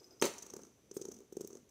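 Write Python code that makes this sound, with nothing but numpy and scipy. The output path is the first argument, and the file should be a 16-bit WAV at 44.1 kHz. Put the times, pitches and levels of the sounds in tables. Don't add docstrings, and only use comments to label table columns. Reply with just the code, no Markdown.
import sys
import numpy as np
from scipy import signal
from scipy.fft import rfft, irfft, next_fast_len
from scipy.io import wavfile
from scipy.ndimage import map_coordinates

SR = 44100
rng = np.random.default_rng(int(sys.argv[2]) if len(sys.argv) > 2 else 0)


def master(y):
    cut = np.clip(np.atleast_2d(y).T, -1, 1)
    pcm = np.round(cut * 32767)
    wavfile.write(sys.argv[1], SR, pcm.astype(np.int16))


N = 74970

# frequency in Hz, level in dB.
HUSH_COLOUR = [(20, -34.5), (60, -1), (120, 2.5), (220, -6.5), (400, 3), (700, -13.5), (1700, -19.5),
               (2200, -16.5), (5000, -22), (9000, -26), (12000, -24), (15500, -35)]
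BEARING_COLOUR = [(1000, -28), (4500, -18), (5500, -10), (6080, 4), (6600, -10.5), (7300, -9.5),
                  (10000, -22), (15000, -21)]
BOARD_HUM_COLOUR = [(100, -45), (250, -21), (350, -6.5), (430, -7.5), (600, -18.5), (1500, -29),
                    (4000, -63)]
RIM_COLOUR = [(40, -24), (100, -10.5), (140, -16.5), (175, -0.5), (220, 7.5), (300, -3.5), (450, -24.5),
              (700, -21), (1300, -36), (3000, -39)]
FUR_COLOUR = [(1000, -30), (5000, -14), (7000, -10), (8500, 0), (11000, -16), (14500, -6), (16000, -15)]
CRACK_COLOUR = [(40, -14), (140, -13), (300, -2), (600, 7.5), (780, -1), (1150, -1.5), (1600, -3.5),
                (2200, 0), (3200, -2.5), (4500, -2), (6400, -3.5), (8500, -5), (11000, -11.5), (14000, -18),
                (16000, -9)]
RATTLE_COLOUR = [(200, -9.5), (800, -18), (1300, -18.5), (2200, -25), (4400, -15.5), (5500, -2.5),
                 (6300, 7), (7100, -2), (9000, -6.5), (11000, -14.5), (14000, -9), (16000, -8.5)]
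TICK_COLOUR = [(200, -24), (700, -2.5), (950, 2), (1300, 1.5), (1700, -8), (3000, -14.5), (5000, -11.5),
               (15000, -25.5)]
# frequency in Hz, level in dB, fade time in seconds.
PING_NOTES = [(5080, -3, 0.038), (5850, -25.5, 0.025), (12040, -21, 0.034)]
FRAME_NOTES = [(565, -10.5, 0.16), (642.5, -11.5, 0.18), (855, -10.5, 0.056), (907, -11.5, 0.15),
               (947, -4.5, .04), (1177, -6, 0.026), (1290, -21, 0.036), (2150, -21, 0.11),
               (2570, -18, 0.094), (3107, -21, 0.069), (3914, -15.5, 0.085), (4420, -18.5, 0.15),
               (6270, -11, 0.099), (6364, -9, 0.045)]
STEEL_RING_NOTES = [(6080, -1, .04), (6300, 0, .025), (6530, -4, .025)]
HARD_BOARD_NOTES = [(246, -15.5, 0.028), (373.7, -3.5, 0.044), (437, -1.5, 0.032)]
LIGHT_BOARD_NOTES = [(249.4, -13, 0.037), (341.3, -4, 0.028), (389.1, -4.5, 0.037), (577, -12, 0.013)]
# frequency in Hz, fade time in seconds.
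ROOM_FADES = [(150, .5), (400, 0.25), (1000, 0.56), (3000, 0.57), (7000, 0.55), (15000, 0.44)]
# delay in seconds, level in dB.
WALL_ECHOES = [(0.017, -25.5), (0.0282, -12.5)]
# time in seconds, level in dB.
BEARING_LEVELS = [(0, -70), (.13, -71), (.18, -74), (.4, -66.5), (.62, -71.5), (0.751, -77), (.89, -78),
                  (.98, -69.5), (1.15, -71), (1.3, -81), (1.4, -72.5), (1.55, -70.5), (1.66, -85)]
RIM_LEVELS = [(0, -80), (.42, -69), (.55, -60), (.68, -61), (.78, -82.5), (.92, -66.5), (1.05, -59),
              (1.2, -57.5), (1.29, -81), (1.42, -59), (1.56, -59), (1.68, -71.5)]
# start in seconds, level in dB, length in seconds.
SCRAPES = [(0.000, -57, 0.0043), (0.029, -63, 0.012), (0.043, -50, .003), (0.107, -55, 0.0023),
           (0.12, -60, 0.0091), (0.195, -51.5, 0.002)]
# start in seconds, thud level in dB, crack level in dB,
# crack fade time in seconds.
HARD_BLOWS = [(0.2232, -21, -21, 0.038), (0.2380, -28.5, -32.5, 0.061), (0.2426, -35, -31, 0.055),
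              (0.246, -26.5, -41.5, 0.09), (0.2610, -33, -32, 0.061), (0.268, -36, -39, 0.18)]
# start in seconds, thump, tick and rattle levels in dB,
# rattle length in seconds, rattle treble tilt in dB per octave.
ARM_TAPS = [(0.2146, -31.5, -43, -33, .003, -7), (0.2523, -42, -59, -33, 0.0042, -1),
            (0.338, -63, -66, -52, 0.0037, -9), (0.381, -75, -58, -47.5, 0.0086, -7),
            (0.4217, -46.5, -56, -47.5, 0.01, -6.5), (0.4265, -93, -77, -49.5, 0.0011, 7),
            (0.4642, -45.5, -55, -50.5, 0.0035, -5.5), (0.4999, -55, -54.5, -48.5, .002, -8),
            (0.504, -55, -63, -46.5, 0.0018, -5), (0.5362, -35, -48.5, -46, 0.0039, -3.5),
            (0.5647, -38, -50, -48, 0.0037, -3.5), (0.5910, -42.5, -59.5, -60, 0.0025, -3),
            (0.6176, -79, -74, -58.5, .003, -5), (0.6342, -43.5, -57, -50, 0.0019, -6.5),
            (0.65, -53, -61.5, -57, .002, -4), (0.669, -51, -66, -58.5, 0.0013, -6),
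            (0.9120, -37, -59.5, -49.5, 0.0049, -12), (0.966, -25.5, -47.5, -45.5, 0.0059, -1),
            (0.9755, -47, -72, -46.5, 0.0014, -4), (1.013, -30.5, -61, -44, 0.0029, -8),
            (1.021, -48, -64, -45.5, 0.0017, -11), (1.0519, -34, -47.5, -45, 0.0037, -7),
            (1.0853, -31, -60.5, -51, 0.0034, -5.5), (1.1150, -55, -55, -49, 0.0063, -3),
            (1.14, -72, -70, -57, 0.0056, -5), (1.1656, -48.5, -65, -54, 0.0014, -8),
            (1.1878, -46.5, -78, -57.5, .002, -3), (1.204, -42.5, -63, -61, 0.0016, 3),
            (1.219, -49, -70, -69, 0.0019, -4), (1.3237, -35.5, -55, -58.5, 0.0094, 0.5),
            (1.3682, -26, -58, -47, 0.0026, -4), (1.4080, -29, -56, -47.5, 0.004, -4),
            (1.415, -64, -77, -47, 0.0017, -0.5), (1.4455, -33, -67, -52.5, 0.0044, -4),
            (1.4743, -58, -77, -42, 0.0014, 6), (1.5036, -41.5, -58.5, -57, 0.0038, -11),
            (1.5288, -40, -64, -55, 0.0039, -8.5), (1.5526, -41, -57, -50.5, 0.0014, -8),
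            (1.5700, -47.5, -59.5, -58, 0.0038, -10), (1.6900, -69, -77, -67, .009, -2.5)]

SCRAPE_GRAINS_PER_S, BALL_HITS_PER_S = 740, 4000
RATTLE_FADE_S, TICK_FADE_S = .012, .019


def amp(db):
    return 10 ** (np.asarray(db) / 20)


def along(points, hz):
    freqs, values = np.transpose(points)
    return np.interp(np.log(hz + 1), np.log(freqs + 1), values)


def level_curve(rows):
    return amp(np.interp(np.arange(N) / SR, *np.transpose(rows)))


def add(track, start_s, sound):
    i = max(0, round(start_s * SR))
    track[i:i + len(sound)] += sound[:max(0, len(track) - i)]


def filtered(x, response):
    size = next_fast_len(N + SR // 2)
    return irfft(rfft(x, size) * response(np.fft.rfftfreq(size, 1 / SR)), size)[:N]


def noise(colour):
    x = filtered(rng.standard_normal(N), lambda hz: amp(along(colour, hz)))
    return x / np.sqrt(np.mean(x ** 2) + 1e-20)


def wobble(rate):
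    return map_coordinates(rng.standard_normal(int(N * rate / SR) + 4), [np.arange(N) * rate / SR])


def tiny_hits(t, per_second):
    return rng.standard_normal(len(t)) * (rng.random(len(t)) < per_second / SR)


def click(colour, size=2048):
    cepstrum = irfft(np.log(amp(along(colour, np.fft.rfftfreq(size, 1 / SR)))))
    cepstrum[1:size // 2] *= 2
    cepstrum[size // 2 + 1:] = 0
    pulse = irfft(np.exp(rfft(cepstrum)))
    return pulse / np.linalg.norm(pulse)


def ring(notes, t):
    return sum(amp(db - 60 * t / fade_s) * np.sin(2 * np.pi * hz * t) for hz, db, fade_s in notes)


def cut_bass(x, hz, order):
    return signal.sosfilt(signal.butter(order, hz, "high", fs=SR, output="sos"), x)


def hush():
    return amp(-70.5) * noise(HUSH_COLOUR)


def room_echo(x, tail_db=-12, tail_delay_s=.006, wall_cutoff_hz=2500):
    hz, t, bands = signal.stft(rng.standard_normal(SR * 2 // 3), SR, nperseg=256)
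    fading = amp(-60 * t / along(ROOM_FADES, hz)[:, None])
    tail = signal.istft(bands * fading, SR, nperseg=256)[1]
    out = np.zeros(N)
    add(out, tail_delay_s, amp(tail_db) * signal.fftconvolve(x, tail / np.linalg.norm(tail)))
    dull = filtered(x, lambda f: 1 / (1 + 1j * f / wall_cutoff_hz))
    for delay_s, db in WALL_ECHOES:
        add(out, delay_s, amp(db) * dull)
    return out


def bearing_whirr():
    whirr = noise(BEARING_COLOUR)
    hum = noise(BOARD_HUM_COLOUR) * amp(1 + 5.2 * wobble(rate=52))
    return level_curve(BEARING_LEVELS) * (whirr + hum)


def rim_rumble():
    return level_curve(RIM_LEVELS) * noise(RIM_COLOUR) * amp(-5 + 3 * wobble(rate=60))


def paw_brush(start_s=.936, length_s=.032, db=-60):
    progress = (np.arange(N) / SR - start_s) / length_s
    swell = np.interp(progress, [0, .3, 1, 1.2], [0, 1, .8, 0])
    return amp(db) * noise(FUR_COLOUR) * swell


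def pings():
    out, t = np.zeros(N), np.arange(SR // 8) / SR
    for start_s, db, length_s in SCRAPES:
        scrape = tiny_hits(t, SCRAPE_GRAINS_PER_S) * np.exp(-t / length_s)
        ping = signal.fftconvolve(scrape, ring(PING_NOTES, t))[:len(t)]
        add(out, start_s, amp(db) * ping / (np.abs(ping).max() + 1e-12))
    return out


def knocks():
    ringing, bursts, t = np.zeros(N), np.zeros(N), np.arange(SR // 3) / SR
    first_crack_db = HARD_BLOWS[0][2]
    for start_s, thud_db, crack_db, fade_s in HARD_BLOWS:
        add(ringing, start_s, amp(thud_db) * ring(HARD_BOARD_NOTES, t))
        add(ringing, start_s, amp(crack_db - 4.5) * ring(FRAME_NOTES, t))
        burst = amp(-60 * t / fade_s) * rng.standard_normal(len(t))
        burst[0] = -amp(8.5 + .48 * (crack_db - first_crack_db))
        add(bursts, start_s, amp(crack_db - 4) * burst)
    cracks = signal.fftconvolve(bursts, click(CRACK_COLOUR))[:N]
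    return cut_bass(ringing + cracks, hz=205, order=3)


def bearing_rattle(t, length_s, tilt_db):
    hits = tiny_hits(t, BALL_HITS_PER_S) * amp(-60 * np.maximum(t - length_s, 0) / RATTLE_FADE_S)
    detune = 1 + .012 * rng.uniform(-.82, 1)
    one_hit = amp(-33) * ring(STEEL_RING_NOTES, t * detune)
    main_hz = STEEL_RING_NOTES[1][0]
    colour = [(hz, db + tilt_db * max(0, np.log2(hz / main_hz))) for hz, db in RATTLE_COLOUR]
    add(one_hit, 0, click(colour))
    rattle = signal.fftconvolve(hits, one_hit)[:len(t)]
    return rattle * np.sqrt(length_s * SR / (np.sum(rattle ** 2) + 1e-12))


def board_thump(t, rise_s=.0018):
    swing = ring(LIGHT_BOARD_NOTES, t) * (1 - np.exp(-(t / rise_s) ** 2))
    return cut_bass(swing, hz=164, order=1)


def taps(thump_lag_s=.0005):
    out, ticks, t = np.zeros(N), np.zeros(N), np.arange(SR // 8) / SR
    for start_s, thump_db, tick_db, rattle_db, length_s, tilt_db in ARM_TAPS:
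        add(out, start_s + thump_lag_s, amp(thump_db + 3) * board_thump(t))
        add(out, start_s, amp(rattle_db) * bearing_rattle(t, length_s, tilt_db))
        add(ticks, start_s, amp(tick_db - 4 - 60 * t / TICK_FADE_S) * rng.standard_normal(len(t)))
    return out + signal.fftconvolve(ticks, click(TICK_COLOUR))[:N]


def scene():
    toy = knocks() + taps() + pings() + bearing_whirr() + rim_rumble() + paw_brush()
    return (toy + room_echo(toy) + hush())[None]


def record(dry):
    top_hz = 15550
    return filtered(dry[0], lambda hz: 1 / np.sqrt(1 + (hz / top_hz) ** 200))[None]


dry = scene()
out = record(dry)
master(out)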